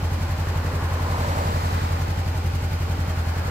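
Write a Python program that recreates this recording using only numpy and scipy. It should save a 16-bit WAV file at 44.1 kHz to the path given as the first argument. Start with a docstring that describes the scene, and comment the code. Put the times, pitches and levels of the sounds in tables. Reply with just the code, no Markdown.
"""A parallel-twin motorcycle idles at the kerb. Its two cylinders fire a quarter of a cycle apart,
then coast; each exhaust pulse excites the damped resonances of the silencer. The valve gear ticks
and rustles in step with the crank. On the street behind, a car rolls past, its tyres roaring and
singing with a falling pitch, and another one approaches from afar."""
import sys
import numpy as np
from scipy import signal
from scipy.io import wavfile
from scipy.ndimage import uniform_filter1d, map_coordinates

SR = 44100
rng = np.random.default_rng(int(sys.argv[2]) if len(sys.argv) > 2 else 0)


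def unload_audio(sound):
    """Save the sound as a 16-bit wav file, at the path given as the first command line argument."""
    columns = np.transpose(np.atleast_2d(sound))
    # keep every value between -1 and 1, then stretch to whole-number steps
    steps = np.round(np.clip(columns, -1, 1) * 32767)
    wavfile.write(sys.argv[1], SR, steps.astype(np.int16))


N = 154350
LEAD_S = .5  # the resonances build up before the sound begins
TIME = np.arange(-int(LEAD_S * SR), N) / SR


# exhaust pulses, two sharp firings then two soft piston pushes: cycle_phase, level_db, width_s, polarity
EXHAUST_PULSES = [(0, 0, 0.00044, 1), (.243, -1.5, 0.00094, 1), (0.399, -6.5, 0.0023, 1),
                  (0.506, -2.5, 0.0027, 1)]
# strength of the pulses over time: time_s, level_db
PULSE_STRENGTH = [(0, 0), (2.7, 0.13), (3.5, -1.5)]
# silencer modes: pitch_hz, level_db, t60_s, polarity
SILENCER_MODES = [(55.7, -28.5, 0.18, 1), (82.65, -16, 0.2, 1), (157.1, -24, 0.13, -1), (234, -36, 0.11, 1)]

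def exhaust(cycle):
    """Impulse excitation: gas pulses ring the silencer; a wide pulse reaches only its low modes."""
    at, db, width_s, polarity = each_cycle(cycle, EXHAUST_PULSES, spread_db=.5, jitter_s=0.00012)
    db = db + in_time(PULSE_STRENGTH)[at]
    boom = 0
    for hz, mode_db, t60, sign in SILENCER_MODES:
        rolloff_db = 10 * np.log10(np.e) * (2 * np.pi * hz * width_s) ** 2  # Gaussian pulse spectrum
        spread_db = hz / 157.1  # higher modes vary more
        clicks = strike(at, db + mode_db - rolloff_db, spread_db, sign * polarity)
        boom = boom + ring(clicks, hz, t60)
    rumble_cut = signal.butter(3, 40.4, "high", fs=SR, output="sos")
    return signal.sosfiltfilt(rumble_cut, boom, padtype="constant")


# crank speed: time_s, speed_rpm
CRANK_SPEED = [(0.0, 1328.9), (0.194, 1320.6), (0.333, 1386.9), (0.814, 1345.9), (0.878, 1286.4),
               (1.058, 1329.7), (1.467, 1359.8), (1.658, 1315.4), (1.852, 1309.9), (2.128, 1372.6),
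               (2.439, 1290.9), (2.524, 1349.4), (2.775, 1335.5), (2.836, 1308.8), (3.036, 1326.3),
               (3.237, 1217.6), (3.343, 1298.7), (3.5, 1338.5)]

def crank():
    """Phase as the integral of speed, in four-stroke cycles; cylinder one fires at whole numbers."""
    cycles = np.cumsum(in_time(CRANK_SPEED)) / (120 * SR)  # two revolutions per cycle
    first_firing_phase = .297
    return cycles - cycles[-N] - first_firing_phase


# valve and piston impacts: cycle_phase, level_db
IMPACTS = [(0.014, -5), (.09, -4.5), (.235, -3), (.44, -1.5), (.83, -1)]
# engine case modes: pitch_hz, level_db, t60_s
CASE_MODES = [(469, -50.5, 0.15), (544, -46, 0.083), (622.3, -47, 0.2), (781, -42, 0.15),
              (879, -40.5, 0.083), (1455, -47, 0.11), (3128, -50, 0.067), (4185, -53, .03),
              (7700, -51, 0.021)]

def engine_case(cycle):
    """Modal response: valves and pistons tap the case and the cam chain rubs it, unalike at each ear."""
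    at, db = each_cycle(cycle, IMPACTS, spread_db=1.0, jitter_s=0.00037)
    chain = from_db(-32) * rng.standard_normal((2, len(TIME)))
    ears = np.zeros_like(chain)
    for ear, friction in zip(ears, chain):
        for k, (hz, mode_db, t60) in enumerate(CASE_MODES):
            force = strike(at, db, spread_db=3.5) + friction
            ear += (-1) ** k * from_db(mode_db) * ring(force, hz, t60)
    return ears


# swells of rustle as the cams lift: cycle_phase, width_cycles, level_db
CAM_LIFTS = [(1, 0.048, 5), (0.21, 0.056, 9), (0.35, 0.047, 5)]
# spectra of the valve rustle and of the chain and gear whirr: frequency_hz, density_db
RUSTLE_SPECTRUM = [(800, 7.5), (2000, 5), (3300, -3), (4300, -1), (6000, -4), (7900, -3.5), (8900, -13.5),
                   (11000, -6.5), (15500, -9)]
WHIRR_SPECTRUM = [(110, 0), (250, 0), (350, -5), (700, -7.5), (1200, -7.5), (1700, -12), (2600, -14),
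                  (3400, -20.5), (4300, -17), (6000, -24), (7900, -27), (8900, -43), (11000, -27),
                  (15500, -32.5)]
# interaural correlation of the engine noise: frequency_hz, correlation
ENGINE_CORRELATION = [(250, 0.92), (500, 0.56), (900, 0.26), (1400, -0.35), (2000, 0.45), (4000, -0.33),
                      (12000, -0.075)]

def valve_gear(cycle):
    """Amplitude modulation: a gritty rustle swells with each cam lift over a steady whirr of gears."""
    power = 0
    for phase, width, db in CAM_LIFTS:
        turn, within = np.divmod(cycle - phase + .5, 1)
        uneven_db = 0.2 * rng.standard_normal(size=64)[turn.astype(int)]
        swell = np.exp(-.5 * ((within - .5) / width) ** 2)
        power = power + from_db(db + uneven_db) ** 2 * swell
    flutter = unit_rms(uniform_filter1d(rng.standard_normal(len(TIME)), size=40))
    grit = np.exp(0.099 * flutter)
    rustle = unit_rms(np.sqrt(power) * grit) * coloured_noise(RUSTLE_SPECTRUM, ENGINE_CORRELATION)
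    whirr = coloured_noise(WHIRR_SPECTRUM, ENGINE_CORRELATION)
    return from_db(-43.5) * rustle + from_db(-34.5) * whirr


# spectra of the tyre roar, the hiss abreast and the rear tyres leaving: frequency_hz, density_db
ROAR_SPECTRUM = [(100, -3.5), (215, 2.5), (340, -5), (560, 3), (750, -1), (1000, 6), (1300, -4),
                 (3000, -20.5), (8000, -42)]
HISS_SPECTRUM = [(400, -7.5), (1000, -7), (1900, -4), (3200, -10.5), (4200, -6.5), (6000, -13.5),
                 (7800, -11.5), (9200, -29), (11000, -16), (15500, -21)]
REAR_SPECTRUM = [(700, -15), (1800, 6), (3100, -18), (4200, 2), (5600, -32)]
# envelopes of the same three noises: time_s, level_db
ROAR_LEVEL = [(0, -46.5), (.8, -39), (1.25, -29.5), (1.5, -30), (1.85, -33), (2.25, -42), (3.5, -76)]
HISS_LEVEL = [(0, -56), (.9, -50), (1.25, -39.5), (1.7, -40.5), (2.1, -48.5), (2.5, -81)]
REAR_LEVEL = [(1.45, -70), (1.78, -41), (2.35, -64)]
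# falling song of the tread and rising hollow hum of the tyres: time_s, pitch_hz, level_db
TREAD_GLIDE = [(0, 1046, -52.5), (1, 1045, -45.5), (1.25, 960, -40), (1.45, 815, -38.5), (2, 780, -66)]
HUM_GLIDE = [(.4, 461, -70), (.72, 455, -41), (.92, 482.3, -56), (1.17, 524.3, -38.5), (1.47, 628, -38),
             (1.65, 640, -64)]
# interaural correlation of the street noise: frequency_hz, correlation
STREET_CORRELATION = [(450, 0.98), (950, -0.33), (1400, 0.39), (2200, -0.26), (4000, 0.16)]

def passing_car():
    """Rolling noise: the tyres radiate broadband roar and hiss and two narrow resonances."""
    roar = tyre_noise(ROAR_SPECTRUM, ROAR_LEVEL, scatter_db=-10.5)
    hiss = tyre_noise(HISS_SPECTRUM, HISS_LEVEL, scatter_db=5)
    leaving = from_db(in_time(REAR_LEVEL)) * coloured_noise(REAR_SPECTRUM, STREET_CORRELATION)
    song = tyre_tone(TREAD_GLIDE, width_hz=113)
    hum = tyre_tone(HUM_GLIDE, width_hz=103)
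    return roar + hiss + leaving + song + hum


def tyre_noise(spectrum, envelope, scatter_db):
    """Direct and diffuse fields: noise from the car's bearing adds to its scatter off the street."""
    direct = at_bearing(unit_rms(coloured_noise(spectrum, STREET_CORRELATION)[0]))
    scatter = from_db(scatter_db) * coloured_noise(spectrum, STREET_CORRELATION)
    return from_db(in_time(envelope)) * unit_rms(direct + scatter)


def tyre_tone(glide, width_hz, scatter_db=-12):
    """Randomly driven resonance: a gliding band of tyre noise, direct and scattered off the street."""
    time_s, *columns = np.transpose(glide)
    hz, db = [np.interp(TIME, time_s, column) for column in columns]
    direct, *scatter = [narrow_noise(hz, width_hz) for _ in range(3)]
    return from_db(db) * unit_rms(at_bearing(direct) + from_db(scatter_db) * np.array(scatter))


# bearing of the car, as the delay at the left ear: time_s, lag_ms
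LEFT_EAR_LAG = [(.65, -0.018), (1.1, 0.27), (1.5, 0.42), (2, 0.56)]

def at_bearing(source):
    """Interaural time difference: the car's sound reaches the farther ear later."""
    now = np.arange(len(TIME))
    lag = in_time(LEFT_EAR_LAG) * SR / 1000
    return np.array([map_coordinates(source, [now + side * lag / 2], order=3, mode="nearest")
                     for side in (-1, 1)])


# spectrum of far-off tyres: frequency_hz, density_db
DISTANT_SPECTRUM = [(310, -6.5), (450, 1.5), (630, -2.5), (1020, 2), (1250, -5), (1550, 0.5), (2500, -17.5),
                    (6000, -32)]
# envelope of their roar: time_s, level_db
DISTANT_LEVEL = [(0, -46), (.7, -36.5), (1.7, -42), (2.4, -52), (2.9, -44.5), (3.5, -35)]

def distant_cars():
    """Diffuse field: far-off tyres are heard only as a rush that swells and fades."""
    return from_db(in_time(DISTANT_LEVEL)) * coloured_noise(DISTANT_SPECTRUM, STREET_CORRELATION)


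# interaural level difference of the noise: frequency_hz, left_minus_right_db
NOISE_BALANCE = [(100, 4.7), (500, -2), (1000, -1.5), (2000, 1.5), (4000, -1), (8000, -0.5), (12000, 1.5)]

def coloured_noise(spectrum, correlation):
    """Partial coherence: mid and side noise mix in quarter-octave bands to a set correlation; rms 1."""
    edges = np.geomspace(100, 16500, 31)
    noise, sides = 0, np.array([[1], [-1]])
    white = rng.standard_normal((2, 2, len(TIME)))
    for k, band in enumerate(zip(edges, edges[1:])):
        mid, side = signal.sosfilt(signal.butter(2, band, "band", fs=SR, output="sos"), white[k % 2])
        hz = np.sqrt(band[0] * band[1])
        alike = np.clip(at_hz(correlation, hz), -.99, .99)
        gain = from_db(at_hz(spectrum, hz) + sides * at_hz(NOISE_BALANCE, hz) / 2)
        noise = noise + gain * (np.sqrt(1 + alike) * mid + np.sqrt(1 - alike) * side * sides)
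    return unit_rms(noise)


def narrow_noise(hz, width_hz):
    """Quadrature modulation: slow noise is shifted up to a moving centre frequency; rms 1."""
    lowpass = signal.butter(2, width_hz / 2, fs=SR, output="sos")
    slow = signal.sosfilt(lowpass, rng.standard_normal((2, len(TIME))))
    phase = 2 * np.pi * np.cumsum(hz) / SR
    return unit_rms(slow[0] * np.cos(phase) + slow[1] * np.sin(phase))


def each_cycle(cycle, rows, spread_db, jitter_s):
    """Quasi-periodicity: sample positions, levels and further columns of events that recur each cycle."""
    turns = range(int(cycle[0]), int(cycle[-1]) + 1)
    phase, db, *more = np.transpose([(turn + offset, *rest) for turn in turns for offset, *rest in rows])
    chance = rng.standard_normal((len(phase), 2))
    at = np.searchsorted(cycle, phase) + (jitter_s * SR * chance[:, 0]).astype(int)
    heard = (phase < cycle[-1]) & (at >= 0) & (at < len(TIME))
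    return [column[heard] for column in (at, db + spread_db * chance[:, 1], *more)]


def strike(at, db, spread_db, polarity=1):
    """Impulse train with a random strength for each click."""
    clicks = np.zeros(len(TIME))
    uneven_db = spread_db * rng.standard_normal(len(TIME))[:len(at)]
    clicks[at] = np.sign(polarity) * from_db(db + uneven_db)
    return clicks


def ring(force, hz, t60):
    """Damped oscillator: a unit impulse starts a unit sine that falls 60 dB in t60 seconds."""
    decay = np.exp(-np.log(1000) / (t60 * SR))
    step = 2 * np.pi * hz / SR
    return signal.lfilter([0, np.sin(step)], [1, -2 * decay * np.cos(step), decay ** 2], force + 1e-18)


def from_db(db):
    """Decibels to amplitude ratio."""
    return 10 ** (np.asarray(db) / 20)


def unit_rms(x):
    """Normalisation to unit power."""
    return x / np.sqrt(np.mean(x ** 2) + 1e-20)


def in_time(rows):
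    """Linear interpolation of a control curve at every sample."""
    return np.interp(TIME, *np.transpose(rows))


def at_hz(points, hz):
    """Interpolation on a log-frequency axis."""
    frequency, value = np.transpose(points)
    return np.interp(np.log(hz), np.log(frequency), value)


def scene():
    """Superposition: the idling motorcycle adds to the traffic behind it."""
    cycle = crank()
    motorcycle = exhaust(cycle) + engine_case(cycle) + valve_gear(cycle)
    street = distant_cars() + passing_car()
    return (motorcycle + street)[:, -N:]


def record(dry, cutoff_hz=15600):
    """Band limiting: a steep low-pass filter removes the highest treble."""
    return signal.sosfilt(signal.ellip(12, .1, 90, cutoff_hz, fs=SR, output="sos"), dry)


dry = scene()
out = record(dry)
unload_audio(out)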